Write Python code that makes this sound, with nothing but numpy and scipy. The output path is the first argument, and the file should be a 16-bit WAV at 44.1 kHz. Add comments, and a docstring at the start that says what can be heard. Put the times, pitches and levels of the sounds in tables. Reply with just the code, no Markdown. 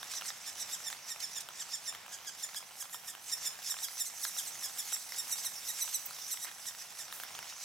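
"""Rain patters on leaves and bark in a wood, near drops over a fine drizzle, as a woodpecker chick begs.
Its wheeze swells into short falling chirps, hoarse at first, then clear and mostly in threes; the nest
hole rings with them, claws scrape the bark and the trunks throw back a short echo. From about 3 s the
voice is brighter as the chick is fed. A thin, high tick sounds at 6 s. The last chirps turn hoarse and
weak, and the scene ends on rasps and rain."""
import sys
import numpy as np
from scipy import signal
from scipy.fft import rfft, irfft
from scipy.io import wavfile

SR = 44100
rng = np.random.default_rng(int(sys.argv[2]) if len(sys.argv) > 2 else 0)


def generate_wav(sig):
    """Save sig (samples, or channels by samples) to the path in sys.argv[1] as 16-bit PCM at SR."""
    pcm = np.round(np.clip(np.atleast_2d(sig).T, -1, 1) * 32767).astype(np.int16)
    wavfile.write(sys.argv[1], SR, pcm)


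N = 336924
TIME = np.arange(N) / SR
TOP_HZ = 15800

# begging calls: (time [s], pitch [Hz], relative level [dB], relative pitch fall [1/s], hoarseness [0 up])
CHIRP_CUES = [(0.17, 1956.0, -39.5, 0.5, 0.84), (0.279, 1985, -39.5, 4.5, 0.8),
              (0.482, 1810.0, -42, 3, 0.74), (0.614, 1952, -37.5, 2, 0.73), (0.74, 1830, -37.5, 7.0, 0.03),
              (0.876, 1805, -38, 3, 0.0), (1.114, 1858, -38.5, 3.5, 0.04), (1.243, 1789, -38, 3, 0.0),
              (1.375, 1775, -38.5, 2.5, 0.06), (1.612, 1730, -40.5, 9.5, 0.17),
              (1.746, 1775, -37, 3.5, 0.03), (1.889, 1808, -37, 1.5, 0.08), (2.14, 1645, -44, 2, 1.1),
              (2.284, 1603, -42, 3.5, 0), (2.44, 1802, -37, 5.5, 0.06), (2.574, 1672, -40, -0.5, 0.2),
              (2.815, 1713, -40.5, 8.5, 0.14), (2.946, 1784, -43.5, 0.5, 0.1), (3.093, 1712, -42, 3, 0.45),
              (3.333, 1814.0, -33, 3.5, 0.08), (3.471, 1746, -33, 4, 0.08), (3.711, 1842, -34.0, 4.0, 0.0),
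              (3.843, 1756, -35.5, 9.0, 0.08), (4.013, 1808, -32.5, 4.5, 0.08),
              (4.07, 2040, -40.5, 2.5, 0.25), (4.24, 1830, -35.5, 11.5, 0.35),
              (4.279, 2007, -39, 3.5, 0.02), (4.388, 1764, -35, 10.5, 0.45),
              (4.477, 2027, -41.5, 2.0, 1.05), (4.648, 1720, -37.5, 4.0, 0.73),
              (4.797, 1772.0, -35.5, 6, 0), (4.938, 1890, -33, 3.5, 0.08), (5.196, 1836, -35, 1.5, 0.06),
              (5.329, 1923, -32.5, 3.5, 0.08), (5.46, 1958, -34, 7, 0.0), (5.697, 1930, -35, 2.5, 0.03),
              (5.822, 1978, -32, 3, 0.02), (5.952, 1958, -32, 5, 0.07), (6.324, 1936, -35, 5, 0.23),
              (6.438, 1905, -39.5, 1, 0.54), (6.68, 1893, -39.5, 4.0, 0.68), (7.006, 1857, -42.5, 4.5, 0.9)]
# how wide the chick gapes, heard as brightness: (time [s], relative brightness [dB])
BEAK_GAPE = [(0.1, -1), (1.2, -0.5), (1.8, -2.5), (2.55, 1.5), (2.9, 9), (3.4, 0.5), (3.9, 4.5),
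             (4.95, 4.5), (5.9, 4), (6.45, 4), (7.6, -1)]
# the rain eases a little: (time [s], level offset [dB])
RAIN_FADER = [(4, -1), (5.2, -0.6), (6.8, -2), (7.2, -0.8)]


def chirps(flutter_db=3, pivot_hz=8800, tilt=1.36, half_s=0.011, glide_s=.03, trim_db=-0.7):
    """Each chirp swoops down through the throat's resonances, from a rough onset into a harmonic tone."""
    # early chirps arch and plunge, later ones drop and level off: (time [s], relative bend [1/s^2])
    pitch_bend = [(1.9, -170), (2.9, 210)]
    # the throat's resonances: (frequency [Hz], gain [dB])
    throat_eq = [(1700, -10.5), (2300, -16.5), (3150, -3.5), (4400, -6), (5500, 3.5), (7800, 1.5),
                 (8700, -3.5), (11500, -7.5), (13500, -8), (16000, -25)]
    soft_db = -36.5  # below this a chirp breaks up; above it, it grows thin and piercing
    out = np.zeros(N)
    t = np.arange(-SR // 25, SR // 25) / SR
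    harmonic = np.arange(1, 10)[:, None]
    for s, hz, db, fall, hoarse in CHIRP_CUES:
        hoarse = min(hoarse + .11 * max(soft_db - db, 0), 1.2)
        # a hoarse chirp lasts longer and jitters; every chirp jitters before it catches
        swell = np.exp(-(t / (half_s * (1 + 0.45 * hoarse))) ** 4 / 2)
        onset = (1 - swell) * (t < 0)
        jitter = (.055 * hoarse + .04 * onset) * walk(2038, len(t))
        glide_time = glide_s * np.tanh(t / glide_s)
        bend = curve(s, pitch_bend) + 70 * rng.standard_normal()
        glide = -fall * glide_time * (1 + (glide_time / glide_s) ** 2 / 2) + bend * glide_time ** 2
        waver = .011 * walk(221.3, len(t))
        pitch = hz * np.exp(glide + waver + jitter)
        phase = 2 * np.pi * (harmonic * np.cumsum(pitch) / SR + rng.random(harmonic.shape))
        shelf = np.tanh(2 * np.log2(harmonic * pitch / pivot_hz))
        gape_db = tilt * curve(s, BEAK_GAPE) * shelf / 2
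        flutter = np.array([walk(233.6, len(t)) for _ in harmonic])
        # harder chirps gain in the overtones, hardly in the fundamental
        effort_db = (db - soft_db) * (harmonic == 1)
        gains = gain_at(harmonic * pitch, throat_eq) * undb(gape_db + flutter_db * flutter - effort_db)
        lead_in = undb(-15) * onset * np.exp(-(t / .032) ** 2) * (1 - (t / t[0]) ** 8)
        envelope = swell + lead_in
        tone = (gains * np.sin(phase)).sum(0) * envelope
        add(out, s + t[0], level(tone, db + trim_db) * np.sqrt(np.mean(envelope ** 2)))
    return out


def wheeze(pivot_hz=7200, rasp_db=1.5, shift_db=2.5, shift_rate=35, whistle_db=-5, whistle_hz=1950):
    """Air rasps through the gaping throat, whose resonances shift; a barely pitched tone rides in it."""
    # tone colour of the breath: (frequency [Hz], gain [dB])
    breath_eq = [(500, -37), (1200, -12.5), (2200, -3), (4000, -7.5), (5200, 1), (6100, 1), (7900, -5),
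                 (8800, -6.5), (12000, -10), (16000, -17)]
    air = level(rng.standard_normal(N))
    pitch = whistle_hz * (1 + 0.03994 * walk(2500) + 0.054 * walk(40))
    phase = 2 * np.pi * np.cumsum(pitch) / SR
    whistle = level(sum(np.sin(k * phase) for k in range(2, 8)), whistle_db)
    spectrum = rfft(colour(air + whistle, breath_eq))
    hz = np.arange(len(spectrum)) * SR / N
    gape_db = 1.0 + 0.62 * curve(TIME, BEAK_GAPE)
    centres, spacing_hz = np.linspace(0, TOP_HZ, num=15, retstep=True)
    voice = 0
    for centre in centres:
        band = irfft(spectrum * np.maximum(1 - np.abs(hz - centre) / spacing_hz, 0), N)
        shelf = np.tanh(2 * (centre / pivot_hz - 1))
        voice = voice + band * undb(gape_db * shelf + shift_db * walk(shift_rate))
    return level(voice * undb(rasp_db * walk(300))) * airflow()


def airflow(lead_s=0.017, lead_db=-8, duck_db=-5, duck_s=0.014):
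    """The wheeze's envelope: a trickle, a push into each chirp, rasps between; it ducks under the tone."""
    # the quiet breath that never stops: (time [s], level [dB])
    trickle = [(0, -52), (1.5, -59), (3.2, -59), (4.2, -50.5), (5.9, -47), (6.55, -54), (7.25, -52.5),
               (7.6, -53.5)]
    # pushes that never break into a chirp: (time [s], level [dB])
    rasp_cues = [(0.125, -45), (0.93, -47.5), (3.67, -42), (4.18, -47), (4.885, -44), (5.39, -42),
                 (6.2, -44), (6.82, -44), (7.351, -50), (7.5, -44.5), (7.63, -44)]
    steady = undb(curve(TIME, trickle)) ** 2
    leads = sum(push(s - lead_s, db + lead_db, rise_s=0.055, fade_s=0.03) for s, _, db, *_ in CHIRP_CUES)
    rasps = sum(push(s, db, rise_s=0.037, fade_s=0.031) for s, db in rasp_cues)
    voiced = sum(np.maximum(1 - ((TIME - s) / duck_s) ** 2, 0) ** 2 for s, *_ in CHIRP_CUES)
    return np.sqrt(steady + leads + rasps) * undb(duck_db * voiced)


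def push(s, db, rise_s, fade_s):
    """Power of one push of air that builds up to time s and then fades."""
    from_peak = np.maximum((s - TIME) / rise_s, (TIME - s) / fade_s)
    return undb(db) ** 2 * np.exp(-2 * np.minimum(from_peak, 20))


def nest_hole(voice, t60_s=0.1, ring_db=-17):
    """The hollow behind the chick rings on briefly at a few pitches."""
    # resonances of the hollow: (frequency [Hz])
    hole_modes = [3557, 4845, 5070, 7640]
    t = np.arange(SR // 5) / SR
    ring = sum(np.cos(2 * np.pi * hz * t) for hz in hole_modes) * np.exp(-np.log(1000) * t / t60_s)
    return level(signal.fftconvolve(voice, ring)[:N], ring_db) * voice.std()


def claws(grit=0.96):
    """A claw slips over bark in a quick run of dry ticks."""
    # scrapes on the bark: (time [s], length [s], level [dB], band centre [Hz])
    scrape_cues = [(1.202, 0.012, -42.5, 5530), (1.405, 0.017, -43.5, 6100), (6.467, 0.037, -49, 1820),
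                   (7.123, 0.15, -50.5, 11100)]
    out = np.zeros(N)
    for s, length, db, hz in scrape_cues:
        count = int(length * SR)
        ticks = rng.standard_normal(count) * rng.exponential(size=count) ** grit
        band_hz = [hz / np.sqrt(2), min(hz * np.sqrt(2), TOP_HZ)]
        bark = signal.butter(1, band_hz, "band", fs=SR, output="sos")
        fade = np.sqrt(np.linspace(1, 0, count))
        add(out, s, level(signal.sosfilt(bark, ticks) * fade, db))
    return out


def high_tick(half_s=0.004, jitter=0.013):
    """Two unsteady tones near the top of hearing sound for an instant."""
    # a very short, thin, high tick of two tones: (time [s], level [dB], lower tone [Hz], upper tone [Hz])
    tick_cues = [(6.062, -37, 11920, 15600)]
    out = np.zeros(N)
    t = np.arange(-SR // 50, SR // 50) / SR
    for s, db, *tones in tick_cues:
        pitches = [hz * (1 + jitter * walk(1500, len(t))) for hz in tones]
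        tone = sum(np.sin(2 * np.pi * np.cumsum(pitch) / SR) for pitch in pitches)
        add(out, s + t[0], level(tone, db) * np.exp(-(t / half_s) ** 2 / 2))
    return out


def drops(near_trim_db=1.8, far_db=-44, spread_db=4, far_hz=1900, low_cut_hz=640, far_count=260):
    """Near drops tap one by one; many fainter ones fall at random further off."""
    # the loudest near drops: (time [s], relative level [dB], leaf pitch [Hz])
    drop_cues = [(0.03, -28.5, 2120), (0.138, -32.5, 1920), (0.212, -31, 1860), (0.221, -29, 1770),
                 (0.304, -27.5, 2200), (0.902, -31, 1900), (0.928, -28.5, 2170), (1.161, -33.5, 1550),
                 (1.488, -31, 1690), (1.949, -30, 2070), (2.063, -35, 1810), (2.546, -30.5, 1940),
                 (2.945, -28, 1700), (3.151, -32.5, 1950), (3.696, -34, 2160), (3.72, -35, 2190),
                 (3.742, -30, 1960), (3.768, -32.5, 1380), (3.788, -32, 1870), (3.885, -31.5, 2200),
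                 (4.251, -23, 1950), (4.366, -33, 1560), (4.925, -30.5, 1580), (4.965, -32, 2340),
                 (5.122, -29, 2740), (5.878, -31.5, 1960), (6.109, -34.5, 2080), (6.373, -33.5, 1920),
                 (6.447, -34, 2400), (6.454, -32, 2400), (6.515, -35.5, 1960), (7.126, -28.5, 2040),
                 (7.2, -30, 1560), (7.2355, -28.5, 2130), (7.351, -31.5, 1410), (7.39, -29.5, 1690),
                 (7.428, -35.5, 2470), (7.525, -34.5, 1850)]
    out = np.zeros(N)
    for s, db, hz in drop_cues:
        add(out, s, undb(db + near_trim_db) * leaf_tap(hz))
    for when, size, leaf in rng.random((far_count, 3)):
        db = far_db + spread_db * min(-np.log(size), 2)  # small drops far outnumber big ones
        add(out, when * N / SR, undb(db) * leaf_tap(far_hz * 2 ** (leaf - .5)))
    # a leaf is too small to radiate bass
    return signal.sosfilt(signal.butter(3, low_cut_hz, "high", fs=SR, output="sos"), out)


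def leaf_tap(hz, detune=.1, crack_db=-6, crack_spread_db=2, crack_s=.0005):
    """One drop lands: a dry crack on top of a few heavily damped modes."""
    # a wet leaf or strip of bark, struck: (pitch multiple [ratio], t60 [s], relative level [dB])
    leaf_modes = [(.6, 0.017, 4.5), (0.85, 0.0097, 14), (1.75, 0.0059, 16.5)]
    t = np.arange(SR // 100) / SR
    ring = 0
    for multiple, t60, db in leaf_modes:
        mode_hz = hz * multiple * np.exp(detune * rng.standard_normal())
        ring = ring + undb(db) * np.sin(2 * np.pi * mode_hz * t) * np.exp(-np.log(1000) * t / t60)
    crack_gain = undb(crack_db + crack_spread_db * rng.standard_normal())
    crack = crack_gain * rng.standard_normal(len(t)) * np.exp(-t / crack_s)
    return ring / np.abs(ring).max() + crack


def drizzle(drops_per_s=400, spread_db=4.5, bed_db=-61.0):
    """Fine droplets all over the foliage, each from its own direction."""
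    # tone colour of droplets on foliage: (frequency [Hz], gain [dB])
    foliage_eq = [(200, -60), (450, -19.5), (750, 9), (1800, -4.5), (3000, 1), (5000, -7), (9000, -23),
                  (16000, -26)]
    hit, size, side = rng.random((3, N))
    gains = undb(spread_db * np.minimum(-np.log(size), 4))
    grains = (hit < drops_per_s / SR) * gains * rng.choice([-1, 1], N)
    angle = side * np.pi / 2
    stereo = grains * np.array([np.cos(angle), np.sin(angle)])
    return colour(stereo, foliage_eq) * undb(bed_db + curve(TIME, RAIN_FADER))


def distant_rain(bed_db=-56.0, side_db=-7, wide_hz=350, swell_db=1.3):
    """Distant rain merges into a wash; its low rumble is alike on both sides."""
    # tone colour of the rainy wood: (frequency [Hz], gain [dB])
    wash_eq = [(25, -29), (50, -12.5), (95, -1.5), (190, -1), (300, -5.5), (450, -3), (750, 4), (1100, 2.5),
               (2000, 3), (4000, -2.5), (8000, -12), (16000, -12.5)]
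    mid, side = (colour(rng.standard_normal(N), wash_eq) for _ in range(2))
    side = signal.sosfilt(signal.butter(1, wide_hz, "high", fs=SR, output="sos"), side) * undb(side_db)
    fader_db = bed_db + curve(TIME, RAIN_FADER) + swell_db * walk(4.6)
    return np.array([mid + side, mid - side]) * undb(fader_db)


def linger(tone, tail_db=-10, decay_s=0.037):
    """The chirp's own pitches hang on between the trees after it ends."""
    t = np.arange(SR // 4) / SR
    tail = rng.standard_normal(len(t)) * np.exp(-t / decay_s)
    tail /= np.sqrt(np.sum(tail ** 2))
    return tone + undb(tail_db) * signal.fftconvolve(tone, tail)[:N]


def trunk_echo(x, early_s=.005, late_s=0.066, late_db=-14, predelay_s=.002):
    """Quick reflections from the tree and a faint tail from the wood, different on each side."""
    t = np.arange(SR // 3) / SR
    decay = np.exp(-t / early_s) + undb(late_db) * np.exp(-t / late_s)
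    echo = rng.standard_normal((2, len(t))) * decay * (t > predelay_s)
    echo /= np.sqrt((echo ** 2).sum(1, keepdims=True))
    return signal.fftconvolve(x[None], echo)[:, :N]


def undb(db):
    """Decibels to gain."""
    return 10 ** (np.asarray(db) / 20)


def level(x, db=0):
    """Scale to an rms level."""
    return x * undb(db) / np.sqrt(np.mean(x ** 2))


def curve(s, points):
    """Read a control curve at time s."""
    return np.interp(s, *np.transpose(points))


def gain_at(hz, points):
    """Read an EQ curve on a log-frequency axis."""
    f, db = np.transpose(points)
    return undb(np.interp(np.log(np.maximum(hz, 1)), np.log(f), db))


def colour(x, points):
    """Apply an EQ curve and scale to unit rms."""
    return level(irfft(rfft(x) * gain_at(np.arange(N // 2 + 1) * SR / N, points), N))


def walk(rate, count=N):
    """Random modulation gliding to a new value rate times a second, with a spread near 1."""
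    knots = rng.standard_normal(int(count / SR * rate) + 2)
    return np.interp(np.arange(count) / SR * rate, np.arange(len(knots)), knots) * np.sqrt(3 / 2)


def add(out, s, sound):
    """Mix a sound in from time s."""
    start = max(int(s * SR), 0)
    out[start:start + len(sound)] += sound[:max(N - start, 0)]


def pan(x, left_db):
    """Place a sound between left and right."""
    return x * undb(np.array([[left_db], [-left_db]]) / 2)


def scene(drop_wet_db=-8, close_wet_db=-5.5):
    """The chick sits a little to the right; rain falls all around."""
    voice = linger(chirps()) + wheeze()
    patter = drops()
    close = voice + nest_hole(voice) + claws() + high_tick()
    foreground = pan(close + undb(close_wet_db) * trunk_echo(close), left_db=-3.5)
    rain = pan(patter + undb(drop_wet_db) * trunk_echo(patter) + drizzle(), left_db=-1.5)
    return foreground + rain + distant_rain()


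def record(dry, lead_rad=0.41, corner_hz=450):
    """Above the bass the left capsule leads the right by a small phase angle; the top is cut steeply."""
    hz = np.arange(N // 2 + 1) * SR / N
    right = irfft(rfft(dry[1]) * np.exp(-1j * lead_rad * np.tanh(hz / corner_hz)), N)
    high_cut = signal.ellip(10, .2, 80, TOP_HZ, fs=SR, output="sos")
    return signal.sosfilt(high_cut, np.array([dry[0], right]))


dry = scene()
out = record(dry)
generate_wav(out)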